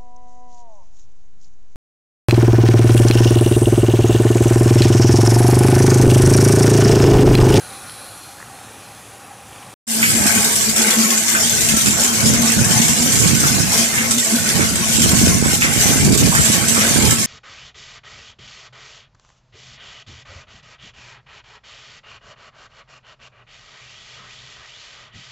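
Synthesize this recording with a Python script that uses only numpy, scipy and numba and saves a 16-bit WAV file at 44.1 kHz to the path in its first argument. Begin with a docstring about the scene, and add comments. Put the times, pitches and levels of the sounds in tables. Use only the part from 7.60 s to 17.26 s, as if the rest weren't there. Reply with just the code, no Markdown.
"""In a quiet yard, heard in mono: a water hiss turns away over distant rumble, with a few small taps.
After a short silence, stereo in the mouth of a steel tank, from the two microphone ports of a phone:
coloured noise makes the spray and slaps of a plunging jet, gliding tones its bubbles and close drops.
Band-passed noise and a wavering tone make the air in the tank sing and boom.
Low noise and falling tones make wind that buffets each port on its own."""
import sys
import numpy as np
from scipy import signal
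from scipy.fft import rfft, irfft, next_fast_len
from scipy.io import wavfile
from scipy.ndimage import uniform_filter1d, minimum_filter1d
from numba import njit

SR = 44100
rng = np.random.default_rng(int(sys.argv[2]) if len(sys.argv) > 2 else 0)


def store_pcm(level_fs):
    """Save levels as 16-bit WAV."""
    pcm = np.round(np.clip(level_fs, -1, 1) * 32767).astype(np.int16)
    wavfile.write(sys.argv[1], SR, np.atleast_2d(pcm).T)


N = 426006

# Yard, distant murmur and water hiss: (time [s], murmur level [dB], hiss level [dB])
YARD_LEVELS = [(0, -39, -41), (.45, -41.5, -42.5), (.74, -43, -43), (.95, -41, -44), (1.4, -41.5, -44),
               (1.76, -42, -46), (1.94, -41.5, -44), (2.14, -41, -44.5)]
# Spectrum of the distant murmur: (frequency [Hz], relative density [dB per Hz])
MURMUR_SPECTRUM = [(18, -65), (30, -25), (106, -1.5), (168, -8), (281, -7.5), (401, -12), (550, -7),
                   (658, -10.5), (790, -1.5), (920, -11), (1180, -7), (1420, -13.5), (1950, -13),
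                   (2200, -16), (2380, -11.5), (3400, -22), (4420, -39), (7480, -120)]
# Spectrum of the water hiss: (frequency [Hz], relative density [dB per Hz])
HISS_SPECTRUM = [(1800, -12), (2450, -25), (3200, 0), (3900, 2), (4200, -21), (4500, -1.5), (6000, 0),
                 (8000, 0.5), (11000, -2.5), (12500, -8), (15500, -13)]
# Bright band of the hiss, sweeping as the phone turns:
# (time [s], centre [Hz], width [Hz], band gain [dB], whistle gain [dB])
HISS_SWEEP = [(0, 10200, 1300, 9.5, 5.5), (.3, 9900, 1200, 10, 10), (.55, 10500, 1500, 10, 6),
              (.8, 10800, 1600, 2, 4), (1.0, 9900, 1500, 2, 2), (1.4, 10400, 1800, -1, -1),
              (1.7, 10100, 1200, 2, -1), (2.14, 9500, 1500, -5, -3)]
# Narrow whistles in the hiss: (centre [Hz], width [Hz], relative gain [dB])
HISS_WHISTLES = [(1440, 180, 4), (4160, 200, 2.5), (5840, 89, -7), (2360, 120, -9)]
# Small taps in the yard: (time [s], starting level [dB], starting pitch [Hz], T60 [s])
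YARD_TAPS = [(0.296, -19, 3000, 0.002), (.297, -22, 4400, .002), (.785, -33, 1650, .02),
             (.80, -30, 1100, .012), (.803, -29, 1660, .02), (.815, -29, 1850, .012),
             (.827, -25, 1750, .015), (.829, -31, 1100, .008), (1.93, -30, 3100, .008),
             (1.961, -31, 2710, .008), (1.984, -32, 3020, .008), (2.029, -31, 2900, .008)]
WHISTLE_DRIFT, WHISTLE_WAVER_DB = .01, 2  # share of the pitch; level
YARD_END_S, TANK_START_S, TANK_FADE_S = 2.14, 2.268, .012

# Wind at the two ports: (time [s], relative left level [dB], relative right level [dB])
WIND_LEVELS = [(2.28, -59, -56), (2.45, -45, -31), (2.75, -43, -36), (3.1, -40, -34), (3.45, -52, -54),
               (3.8, -41, -37.5), (4.05, -30.5, -42.5), (4.25, -35, -28.5), (4.45, -39, -40),
               (4.58, -39, -36), (4.68, -27, -22.5), (4.78, -31, -28), (4.88, -40, -34), (5.0, -25, -22),
               (5.1, -33, -28), (5.22, -33, -27.5), (5.4, -42, -31), (5.58, -33, -27.5), (5.7, -32, -24.5),
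               (5.82, -31, -26), (6.04, -33, -27.5), (6.3, -37, -43), (6.44, -33.5, -44), (6.75, -50, -38),
               (7.0, -29.5, -28), (7.24, -36, -31.5), (7.48, -26.5, -22), (7.7, -26.5, -28.5),
               (7.9, -29.5, -25.5), (8.2, -33.5, -29), (8.36, -28, -20.5), (8.56, -21.5, -17),
               (8.68, -27.5, -17), (8.8, -23.5, -40), (8.9, -30, -26.5), (9.0, -33, -25),
               (9.24, -32.5, -36), (9.4, -27.5, -20), (9.55, -34, -30), (9.66, -29, -30)]
# Strongest eddies against a port:
# (time [s], relative level [dB], starting pitch [Hz], port [0 left, 1 right])
WIND_POPS = [(2.658, -13, 294, 1), (4.139, -11, 237.2, 0), (4.171, -11, 318, 1), (4.26, -14, 275, 1),
             (4.662, -10, 250.7, 0), (4.663, -12, 217, 1), (4.733, -13, 280, 0), (4.895, -16, 255, 1),
             (4.968, -10, 228, 1), (5.014, -5, 130, 1), (5.065, -9, 140, 1), (5.107, -8, 190, 1),
             (5.2, -9, 200, 1), (5.46, -13, 300, 1), (5.657, -6, 198, 1), (5.675, -11, 298, 0),
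             (5.732, -6, 207, 1), (6.002, -12, 241, 1), (6.994, -7, 403, 1), (7.385, -2.5, 256.7, 1),
             (7.461, -4, 324, 1), (7.532, -10, 195, 0), (7.533, -3, 229, 1), (7.615, -7.5, 317, 1),
             (7.671, -2, 317, 1), (7.708, -11, 248, 1), (7.825, -3, 240.3, 1), (7.86, -3, 235, 1),
             (7.935, -3.5, 226, 1), (8.048, -12, 246, 1), (8.162, -10, 240, 1), (8.178, -13, 260, 1),
             (8.257, -5.5, 230, 1), (8.358, -6, 294, 1), (8.377, -13, 204, 0), (8.478, -6, 334, 1),
             (8.505, -3, 245, 1), (8.527, -7, 317, 0), (8.562, -3, 332, 1), (8.625, 2, 278, 1),
             (8.673, -7, 335, 1), (8.79, -7, 204.4, 0), (8.799, -14, 250, 1), (8.9, -7, 251, 1),
             (8.98, -11, 260, 1), (9.179, -10, 260, 1), (9.31, -9, 250, 1), (9.359, -4, 285, 1),
             (9.388, -6, 293, 1), (9.435, -10, 230.4, 1), (9.524, -10, 232, 1)]
GUST_DB, GUSTS_PER_S = 1.24, 14  # chance gusts at each port
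SMALL_POP_DB, SMALL_POP_HZ = 13, 198  # strongest small pop over the wind table, lowest starting pitch
POP_CYCLES = 5.6  # T60 of a pop, in cycles of its starting pitch
# each pop also throws a short rough puff
PUFF_DB, PUFF_HZ, PUFF_WIDTH_HZ, PUFF_T60_S = -11, 408, 490, 0.052

# Lowest air mode of the tank between swells: (time [s], pitch [Hz], relative level [dB])
BOOM_COURSE = [(2.27, 223, -37), (2.5, 220.8, -27), (3.1, 219.5, -34.5), (3.5, 223.7, -28.5),
               (4.3, 224, -30.5), (5, 225.9, -26), (5.6, 230.2, -30.5), (6.5, 229.7, -29),
               (7, 224.9, -28.5), (7.6, 232.4, -27.5), (8.3, 233.8, -36), (8.8, 224.8, -28.5),
               (9.66, 226.4, -26.5)]
# Swells of the boom as slugs of water plunge: (time of the top [s], relative level [dB])
BOOM_SWELLS = [(2.301, -32), (2.43, -24), (2.55, -21), (2.65, -21.5), (2.77, -19), (2.85, -33),
               (3.091, -20), (3.2, -20.5), (3.28, -20), (3.39, -15.5), (3.45, -22), (3.52, -32),
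               (4.14, -22), (4.285, -19), (4.41, -29), (4.53, -28), (4.68, -18), (4.73, -24), (4.8, -22),
               (4.845, -24), (4.91, -27), (4.99, -21), (5.21, -25), (5.3, -23), (5.38, -26), (5.44, -26),
               (5.73, -28), (6.2, -23), (6.41, -29), (6.57, -21.5), (6.74, -17), (6.88, -27), (7.0, -29),
               (7.42, -17), (7.54, -27), (7.63, -24), (7.72, -27), (7.83, -34), (8.3, -21), (8.47, -13),
               (9.1, -30), (9.18, -25), (9.43, -23)]
SWELL_RISE_S, SWELL_FALL_S, BOOM_WANDER_DB = 0.02, 0.028, 2.5

# Single drops near the phone:
# (time [s], mean starting level [dB], starting pitch [Hz], left minus right [dB])
CLOSE_DROPS = [(2.9617, -2, 7560, 1), (3.162, -6, 7690, 0.5), (3.3062, -2, 7300, -1.0),
               (3.5062, -8, 7160, -1.5), (3.578, -3, 7500, -2.0), (3.8963, 0, 7200, 7),
               (4.0076, -4, 7910, -0.5), (4.26, -10, 6860, 1.0), (4.308, -7, 6000, 2.5),
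               (4.4087, -3, 6920, 1.5), (4.4386, 1, 7600, 5), (4.657, -6, 6440, 2.0), (5.0522, -6, 8000, 3),
               (5.1086, -12, 6610, 1.5), (5.2188, -10, 7250, 1.5), (5.2837, -6, 7260, 3.0),
               (5.4218, -8, 5400, 3.0), (5.59, -10, 7420, 0.5), (5.6733, -8, 7360, 0.0),
               (5.75, -9, 5600, 1.5), (6.1302, -12, 7600, 1), (6.1781, -8, 5860, -1.5),
               (6.5104, -8, 7440, -0.5), (6.5812, -9, 6910, -1.0), (6.6491, -7, 7500, -2.5),
               (6.8908, -7, 5990, 4), (7.1584, -7, 8100, -0.5), (7.663, -7, 6400, 1),
               (8.449, -10, 7360, -1.5), (8.523, -6, 7200, -3.5), (8.5767, 2, 7540, -2.0),
               (8.6675, -9, 7240, -1.0), (8.9234, -2, 7540, -1.5), (9.08, -7, 7550, -3.5),
               (9.2043, -10, 6600, 0), (9.4537, -6, 5740, -1.5), (9.5101, -5, 7470, -7)]
DROP_T60_S, DROP_GLIDE = 0.011, 0.147
SPATTER_PER_S, SPATTER_DB, SPATTER_HZ = 40, -14, 5210  # chance drops: rate, top level, lowest pitch

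# Higher air modes of the tank: (frequency [Hz], width [Hz], relative left level [dB],
# relative right level [dB], polarity of left against right [+1 or -1])
TANK_MODES = [(335, 17.4, 2.5, 2, 1), (439, 37, 1, -1.5, 1), (513, 18, -7, -3.5, 1), (556, 49, -3, -11, 1),
              (613, 44, -8.5, -18, 1), (675, 37, 0, 1, 1), (773, 24, -4, -8, 1), (843, 15, -10, -0.5, -1),
              (890, 11, -2, 0, -1), (959, 17, -19, -2.5, -1), (1081, 20, -25, 1, -1),
              (1154, 9.2, -5, -11, 1), (1244, 26, -2.5, -8, -1), (1342, 14, -10.5, 3.5, -1),
              (1519, 72, -2, -4, 1), (1691, 26.3, -2, -11, 1), (1838, 30, -6.5, -4.5, 1),
              (2082, 50, -3, -3, 1), (2233, 90, 3, -10, -1), (2482, 34, 1, -12, 1), (2786, 88, -2, -22, -1)]
MODE_WANDER_DB, MODE_WANDERS_PER_S = 4, 16  # the churning surface feeds each mode unevenly
MODE_DRIFT, MODE_DRIFTS_PER_S = 0.014, 3  # the moving surface shifts each pitch by about this share

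# Gulps of air bursting out of the plunge: (time [s], relative starting level [dB], centre [Hz])
AIR_GULPS = [(2.428, -4, 2000), (2.652, -14, 1540), (2.9453, -35, 1560), (3.424, -29, 2076),
             (3.749, -8, 1570), (4.261, -15, 1530), (4.48, -18, 1200), (4.66, -28, 2049),
             (5.219, -18, 2100), (5.1, -25, 1500), (5.8369, -10.5, 1400), (6.121, -20, 864),
             (6.243, -17, 2373), (6.3782, -9, 1930), (7.007, -11, 1650), (7.8405, -17, 1580),
             (8.0202, -4, 2084), (8.719, -13.5, 980), (8.75, -10, 1560), (8.783, -12, 1540),
             (9.16, -12.5, 1210), (9.18, -21, 1500), (9.21, -13, 2000)]
GULP_T60_S, GULP_CRACK_DB, GULP_CRACK_T60_S = 0.22, 4.5, 0.013

# Jet into the water: (time [s], relative spray level [dB], relative plunge level [dB])
JET_LEVELS = [(2.27, -26, -40), (2.3, -18.5, -35.5), (2.44, -12.5, -28.5), (2.7, -13.5, -23.5),
              (2.9, -13.5, -29), (3.28, -16.0, -22), (3.56, -14.5, -26.5), (4.08, -13, -25.5),
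              (4.3, -17, -28.5), (4.8, -16, -27.5), (5.35, -14.5, -26.5), (5.6, -17, -27.5),
              (6.2, -14, -26), (6.55, -16, -29.0), (7.1, -16, -26), (7.45, -12.5, -31.5), (7.7, -12, -23.5),
              (7.8, -16.5, -29), (7.92, -11.5, -22.5), (7.99, -19.5, -31.5), (8.05, -15.5, -23),
              (8.2, -12, -26), (8.5, -14.5, -26), (8.75, -12, -28.5), (9.3, -13, -23), (9.66, -18, -30)]
# Lumps of the jet slapping the surface: (time [s], relative peak level [dB], hold [s])
JET_SLAPS = [(2.418, -17, 0.004), (2.5, -13, 0.016), (2.55, -18, 0.015), (2.666, -10, 0.015),
             (2.75, -14.7, 0.004), (2.8056, -27, 0.015), (2.843, -6, 0.004), (2.956, -13, 0.004),
             (3.01, -19, 0.045), (3.093, -13, 0.004), (3.1624, -8.5, 0.028), (3.218, -11, 0.004),
             (3.266, -13, 0.042), (3.303, -1, 0.004), (3.3857, -12, 0.052), (3.504, -12, 0.004),
             (3.577, -17, 0.0044), (3.68, -15, 0.014), (3.797, -20, 0.015), (3.895, -11, 0.004),
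             (4.008, -7.5, 0.0037), (4.087, -5, 0.004), (4.166, -7, 0.004), (4.21, -15, 0.016),
             (4.258, -7.5, 0.016), (4.306, -12, 0.012), (4.3725, -22, 0.046), (4.396, -12.5, 0.043),
             (4.433, -9, 0.013), (4.475, -16, 0.004), (4.534, -17, 0.046), (4.6015, -17, 0.015),
             (4.658, -5, 0.024), (4.6894, -21, 0.004), (4.7352, -11.5, 0.004), (4.818, -17, 0.079),
             (4.919, -11, 0.004), (4.988, -18, 0.027), (5.044, -15, 0.004), (5.106, -11, 0.027),
             (5.176, -18, 0.004), (5.217, -10, 0.013), (5.282, -10.2, 0.016), (5.365, -19, 0.017),
             (5.424, -14, 0.0036), (5.4556, -19.5, 0.075), (5.519, -4, 0.0044), (5.555, -12, 0.035),
             (5.588, -2, 0.004), (5.623, -13, 0.045), (5.674, -10, 0.0044), (5.7509, -14, 0.004),
             (5.8025, -13, 0.004), (5.867, -12, 0.0044), (5.9365, -19, 0.014), (5.995, -17, 0.027),
             (6.119, -16, 0.008), (6.133, -16, 0.02), (6.176, -6, 0.015), (6.215, -22, 0.0041),
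             (6.34, -23, 0.045), (6.509, -6, 0.0036), (6.581, -8, 0.004), (6.647, -14, 0.0036),
             (6.698, -17, 0.017), (6.755, -17, 0.014), (6.86, -17, 0.015), (6.889, -14, 0.004),
             (6.955, -19, 0.075), (7.041, -15, 0.015), (7.155, -16, 0.0038), (7.325, -20, 0.004),
             (7.418, -2, 0.004), (7.49, -14, 0.004), (7.57, -16, 0.0044), (7.662, -9, 0.004),
             (7.903, -19, 0.004), (7.931, -2.5, 0.0043), (8.009, -12, 0.03), (8.21, -9.1, 0.004),
             (8.2672, -14, 0.042), (8.4468, -11, 0.019), (8.5226, -8.5, 0.015), (8.575, 0, 0.029),
             (8.66, -11, 0.0043), (8.743, -14, 0.018), (8.853, -8, 0.0039), (8.918, -3, 0.014),
             (9.084, -7.5, 0.0045), (9.204, -14.5, 0.047), (9.2906, -17, 0.079), (9.354, -16, 0.004),
             (9.423, -14, 0.035), (9.45, -12.5, 0.061), (9.508, -6, 0.0035), (9.584, -14, 0.052)]
# Spray at each port before the port resonance:
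# (frequency [Hz], relative left density [dB per Hz], relative right density [dB per Hz])
SPRAY_SPECTRA = [(231.5, 11, -57), (570, -48, -21), (960, -5.5, -32), (1500, -2.5, 0), (2660, -8.5, -0.5),
                 (3000, 1, -3), (4100, -3, -2.5), (5940, 0, 0), (7760, -4.5, 6.5), (8900, -2, 2),
                 (11050, -1.5, -6), (15500, -4.5, -15)]
SPRAY_SURGE_DB, PLUNGE_SURGE_DB = 1.23, 2  # chance surges in the flow
NOISE_CREST_DB = 11  # allowance for noise peaks over the rms level
SLAP_T60_S, SLAP_CRACK_DB, SLAP_CRACK_T60_S = 0.14, -15, 0.011
SLAP_PLUNGE_DB = -21.5  # share of a slap that reaches the plunge

RIGHT_PORT_HZ, RIGHT_PORT_WIDTH_HZ, RIGHT_PORT_DB = 7450, 500, 3.5
LEFT_PORT_WIDTH_HZ = 1950
# the grip shades the left port more and more: pairs run from the tank's start towards the end
GRIP_HZ, GRIP_SETTLE_S = (8600, 6170), 1.47
GRIP_PEAK_DB, GRIP_TOP_DB = (10.5, 3.5), (2, -5.5)
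TANK_TOP_HZ, TOP_HZ = 14280, 15550  # low-pass corners of the tank input and of the whole


def undb(db):
    """Gain of a level in dB."""
    return np.exp(np.asarray(db) * (np.log(10) / 20))


def unit(x):
    """Scale to rms 1."""
    return x / np.sqrt(np.mean(x ** 2))


def curves(table):
    """Columns of a table joined by straight lines in time."""
    s, *columns = np.transpose(table)
    return [np.interp(np.arange(N) / SR, s, c) for c in columns]


def colour(x, hz, db):
    """Filter x with a response drawn on a log-frequency axis."""
    n = next_fast_len(N)
    log_f = np.log(np.arange(n // 2 + 1) * SR / n + 1)
    response = undb(np.interp(log_f, np.log(hz), db, left=-70))
    return irfft(rfft(x, n) * response, n)[:N]


def butter(x, order, hz, kind="low"):
    """Smooth low-pass or high-pass with its corner at hz."""
    return signal.sosfilt(signal.butter(order, hz, kind, fs=SR, output="sos"), x)


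@njit
def svf(x, hz, width):
    """State-variable band-pass with moving centre, gain 1 at the centre."""
    y, b, l = np.empty(len(x)), 0., 0.
    for i in range(len(x)):
        g, k = np.tan(np.pi * hz[i] / SR), width[i] / hz[i]
        v = (b + g * (x[i] - l)) / (1 + g * (g + k))
        b, l, y[i] = 2 * v - b, l + 2 * g * v, k * v
    return y


def band(x, hz, width_hz):
    """Band-pass with numbers or curves."""
    return svf(x, hz + np.zeros(N), width_hz + np.zeros(N))


def walk(rate):
    """Random levels held 1 / rate s and smoothed twice; spread near 1."""
    k = int(SR / rate)
    steps = np.repeat(rng.standard_normal(N // k + 1), k)
    return 1.3 * uniform_filter1d(uniform_filter1d(steps, k), k)[:N]


def die(hits, t60):
    """Let each hit decay exponentially, by 60 dB in t60 s."""
    return signal.lfilter([1], [1, -1000. ** (-1 / (t60 * SR))], hits)


def rings(rows, glide):
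    """Decaying tones (s, gain, Hz, t60 s): pitch rises with positive glide, falls with negative."""
    out, t = np.zeros(N + SR // 8), np.arange(SR // 8) / SR
    for s, gain, hz, t60 in rows:
        i, u = int(s * SR), t[:int(min(t60, .12) * SR)]
        tone = np.sin(2 * np.pi * hz * u * (1 + glide * u / t60))
        out[i:i + len(u)] += gain * tone * np.exp(-np.log(1000) * u / t60)
    return out[:N]


def droplets(spread_db):
    """Dense impacts of uneven size: noise with a heavy tail."""
    noise = rng.standard_normal(N)
    size = np.minimum(rng.exponential(size=N // 32 + 1), 4.5)
    gain = np.repeat(undb(spread_db * size), 32)
    return unit(noise * uniform_filter1d(gain, 32)[:N])


def flutter(x, depth_db, rate):
    """Patchy noise: each narrow band's level wavers at random on its own."""
    _, _, z = signal.stft(x, nperseg=512)
    patches = uniform_filter1d(rng.standard_normal(z.shape), size=2, axis=0)
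    patches = uniform_filter1d(patches, size=int(SR / 256 / rate), axis=1)
    return unit(signal.istft(z * undb(depth_db * unit(patches)), nperseg=512)[1][:N])


def yard():
    """Rumble and murmur, a water hiss with a sweeping bright band and whistles, and a few taps."""
    murmur_db, hiss_db = curves(YARD_LEVELS)
    bright_hz, width_hz, bright_db, whistle_db = curves(HISS_SWEEP)
    murmur = flutter(rng.standard_normal(N), 1.5, 14)
    murmur = unit(colour(murmur, *np.transpose(MURMUR_SPECTRUM)))
    water = flutter(droplets(0.88), 1.8, 6)
    hiss = colour(water, *np.transpose(HISS_SPECTRUM))
    hiss = hiss + undb(bright_db) * band(hiss, bright_hz, width_hz)
    whistles = np.zeros(N)
    for hz, width, db in HISS_WHISTLES:
        gain = undb(db + WHISTLE_WAVER_DB * walk(25.1))
        whistles += gain * band(water, hz * (1 + WHISTLE_DRIFT * walk(5)), width)
    hiss = unit(hiss + undb(whistle_db) * whistles)
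    taps = rings([(s, undb(db), hz, t60) for s, db, hz, t60 in YARD_TAPS], 0.07)
    mix = murmur * undb(murmur_db) + hiss * undb(hiss_db) + taps
    return mix * (np.arange(N) < YARD_END_S * SR)


def puffs(rows):
    """Short rough noise bursts with each pop (s, level dB, Hz)."""
    hits = np.zeros(N)
    for s, db, _ in rows:
        hits[int(s * SR)] += undb(db + PUFF_DB)
    noise = band(rng.standard_normal(N), PUFF_HZ, PUFF_WIDTH_HZ)
    noise = band(noise, PUFF_HZ, PUFF_WIDTH_HZ)
    return unit(noise) * die(hits, PUFF_T60_S)


def wind():
    """Eddies hit each port on their own: stronger gusts reach higher, and pops fall in pitch."""
    out = []
    for port, (db, centre_hz, reach_hz) in enumerate(zip(curves(WIND_LEVELS), (72, 105), (75, 140))):
        db = db + GUST_DB * np.minimum(walk(GUSTS_PER_S), 1.5)
        eddy = undb(3.1 * np.minimum(walk(40), 1.8))
        width = reach_hz * (1 + 4.1 * np.minimum(undb(db) * eddy, .5))
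        rumble = band(rng.standard_normal(N), centre_hz, width)
        rumble = band(band(rumble, 72, 1.36 * width), 193, 1.43 * width)
        rumble = unit(rumble * eddy / np.sqrt(width))
        rows = [row[:3] for row in WIND_POPS if round(row[3]) == port]
        for when, size, pitch in rng.random((40, 3)):
            level_db = db[int(when * N)] + SMALL_POP_DB - 8 * size
            rows.append((when * N / SR, level_db, SMALL_POP_HZ * 1.7 ** pitch))
        pops = rings([(s, undb(p + 8.5), hz, POP_CYCLES / hz) for s, p, hz in rows], -0.33)
        buffet = undb(db + 9.0) * rumble + pops + puffs(rows)
        # the microphone passes little under its low corner
        out.append(butter(buffet, 3, 58, "high"))
    return np.array(out)


def swells():
    """Each swell of the boom rises quickly to its top and dies away."""
    t, out = np.arange(-SR // 4, SR // 4) / SR, np.zeros(N + SR // 2)
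    shape = np.exp(-(t / np.where(t < 0, SWELL_RISE_S, SWELL_FALL_S)) ** 2)
    for s, db in BOOM_SWELLS:
        i = int(s * SR) - SR // 4
        out[i:i + len(t)] += undb(db) * shape
    return out[:N]


def boom():
    """The lowest mode is kept going by the plunge: a wavering tone, nearly alike at both ports."""
    hz, db = curves(BOOM_COURSE)
    phase = 2 * np.pi * np.cumsum(hz + 8 * walk(40)) / SR
    tone = np.sqrt(2) * np.sin(phase) * undb(1.2 * walk(30))
    # narrow noise around the tone, separate at each port
    skirt = np.array([unit(band(rng.standard_normal(N), hz, 46)) for _ in range(2)])
    level = undb(db + BOOM_WANDER_DB * walk(15)) + swells()
    return level * (0.82 * tone + 0.46 * skirt) * undb([[-.4], [.4]])


def drops():
    """Short bright rising ticks, some listed and the rest by chance, louder at the nearer port."""
    when, size, pitch, side = rng.random((int(SPATTER_PER_S * N / SR), 4)).T
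    spatter = np.c_[when * N / SR, SPATTER_DB - 8 * size, SPATTER_HZ * 1.8 ** pitch, 12 * (side - .5)]
    rows = np.r_[CLOSE_DROPS, spatter]
    out = []
    for sign in (1, -1):  # left, right
        ticks = [(s, undb(db + sign * pan_db / 2), hz, DROP_T60_S) for s, db, hz, pan_db in rows]
        out.append(rings(ticks, DROP_GLIDE))
    return np.array(out)


def gulps():
    """Sudden noise bursts around each gulp's centre, dying fast, each opened by a ringing crack."""
    out, t = np.zeros(N + SR // 4), np.arange(SR // 4) / SR
    for s, db, hz in AIR_GULPS:
        throat = signal.iirpeak(hz, 2.1, SR)
        noise = rng.standard_normal(len(t))
        burst = unit(signal.lfilter(*throat, signal.lfilter(*throat, noise)))
        i = int(s * SR)
        out[i:i + len(t)] += undb(db) * burst * 1000. ** (-t / GULP_T60_S)
    cracks = [(s, undb(db + GULP_CRACK_DB), hz, GULP_CRACK_T60_S) for s, db, hz in AIR_GULPS]
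    return out[:N] + rings(cracks, 0.1)


def slaps():
    """Gain of the slaps: each lifts the spray at once with a crack, holds and sinks back."""
    hits, ends = np.zeros(N), np.zeros(N)
    for s, db, hold_s in JET_SLAPS:
        gain = undb(db - NOISE_CREST_DB)
        hits[int(s * SR)] += gain
        ends[min(int((s + hold_s) * SR), N - 1)] += gain
    held = np.cumsum(hits - ends)
    return held + die(ends, SLAP_T60_S) + undb(SLAP_CRACK_DB) * die(hits, SLAP_CRACK_T60_S)


def bubbles(count, low_hz, span, cycles):
    """Air dragged under by the jet rings at chance pitches; higher rings die sooner."""
    when, pitch, size = rng.random((count, 3)).T
    hz = low_hz * span ** pitch
    return unit(rings(np.c_[when * N / SR, undb(-16 * size), hz, cycles / hz], 0.12))


def grip():
    """Left port resonance settles lower while its peak and the top fade evenly in dB."""
    t = np.maximum(np.arange(N) / SR - TANK_START_S, 0)
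    hz = GRIP_HZ[1] + (GRIP_HZ[0] - GRIP_HZ[1]) * np.exp(-t / GRIP_SETTLE_S)
    return [hz] + [a + (b - a) * t / t[-1] for a, b in (GRIP_PEAK_DB, GRIP_TOP_DB)]


def port_resonance(high, port):
    """Each microphone port lifts its own band; the left one changes with the grip."""
    if port == 1:
        return high + (undb(RIGHT_PORT_DB) - 1) * band(high, RIGHT_PORT_HZ, RIGHT_PORT_WIDTH_HZ)
    left_hz, left_db, top_db = grip()
    top = butter(high, 2, 9000, "high")
    peak = band(high, left_hz, LEFT_PORT_WIDTH_HZ)
    return high + (undb(top_db) - 1) * top + (undb(left_db) - 1) * peak


def tank_modes(drive, port, feed, pitch):
    """Air modes of the tank as narrow resonances driven by the plunge."""
    out = np.zeros(N)
    for j, (_, width_hz, *levels_db, polarity) in enumerate(TANK_MODES):
        sign = np.sign(polarity) if port == 0 else 1
        # delay the shared noise differently for each mode, so neighbours do not cancel
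        mode = band(np.roll(drive, 613 * j), pitch[j], width_hz)
        out += sign * undb(levels_db[port]) * feed[j] * mode
    return out


def jet():
    """Spray and plunge at both ports, through tank modes and port resonances."""
    spray_db, plunge_db = curves(JET_LEVELS)
    hz, *ports_db = np.transpose(SPRAY_SPECTRA)
    lift = slaps()
    flow = undb(spray_db - 4.0 + SPRAY_SURGE_DB * walk(11)) + lift
    churn = undb(plunge_db + 0.47 + PLUNGE_SURGE_DB * walk(14)) + undb(SLAP_PLUNGE_DB) * lift
    shared = 0.86 * droplets(3.7) + 0.3 * bubbles(count=1600, low_hz=799, span=4.06, cycles=42.0)
    burst = gulps()
    feed = [undb(MODE_WANDER_DB * np.minimum(walk(MODE_WANDERS_PER_S), 0.8)) for _ in TANK_MODES]
    pitch = [m[0] * (1 + MODE_DRIFT * walk(MODE_DRIFTS_PER_S)) for m in TANK_MODES]
    out = []
    for port in range(2):
        # reflections in the tank scramble the fine detail, so each port gets its own spray
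        fizz = bubbles(count=1800, low_hz=1500, span=5.54, cycles=108)
        spray = flutter(droplets(1.5) + 0.18 * fizz, 4.2, 18)
        rush = colour(spray, hz, ports_db[port])
        low = butter(rush, 2, 3100)
        high = port_resonance(rush - low, port)
        drive = shared + 0.5 * rng.standard_normal(N)
        modes = tank_modes(drive, port, feed, pitch)
        hiss = undb([1.6, 1.4][port]) * flow * unit(high)
        plunge = churn * (undb(6.5) * low + undb(13.0) * modes)
        # gulps reach the left port 12 samples after the right
        gulp = undb([-5.5, -4.5][port]) * np.roll(burst, [12, 0][port])
        out.append(hiss + plunge + gulp)
    return np.array(out)


def limit(x):
    """Both channels duck together around any peak over full scale."""
    need = np.minimum(1 / np.maximum(np.abs(x).max(axis=0), 1e-9), 1)
    return x * uniform_filter1d(minimum_filter1d(need, size=401), size=400)


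def scene():
    """Yard, silence, then the tank fading in through a limiter and a duller input."""
    fade = np.clip((np.arange(N) / SR - TANK_START_S) / TANK_FADE_S, 0, 1)
    tank = limit((wind() + boom() + drops() + jet()) * fade)
    dull = signal.ellip(10, .2, 60, TANK_TOP_HZ, fs=SR, output="sos")
    return yard() + signal.sosfilt(dull, tank)


def record(dry):
    """Anything over full scale clips, before and after the top is cut."""
    top_cut = signal.ellip(10, .2, 70, TOP_HZ, fs=SR, output="sos")
    return np.clip(signal.sosfilt(top_cut, np.clip(dry, -1, 1)), -1, 1)


dry = scene()
out = record(dry)
store_pcm(out)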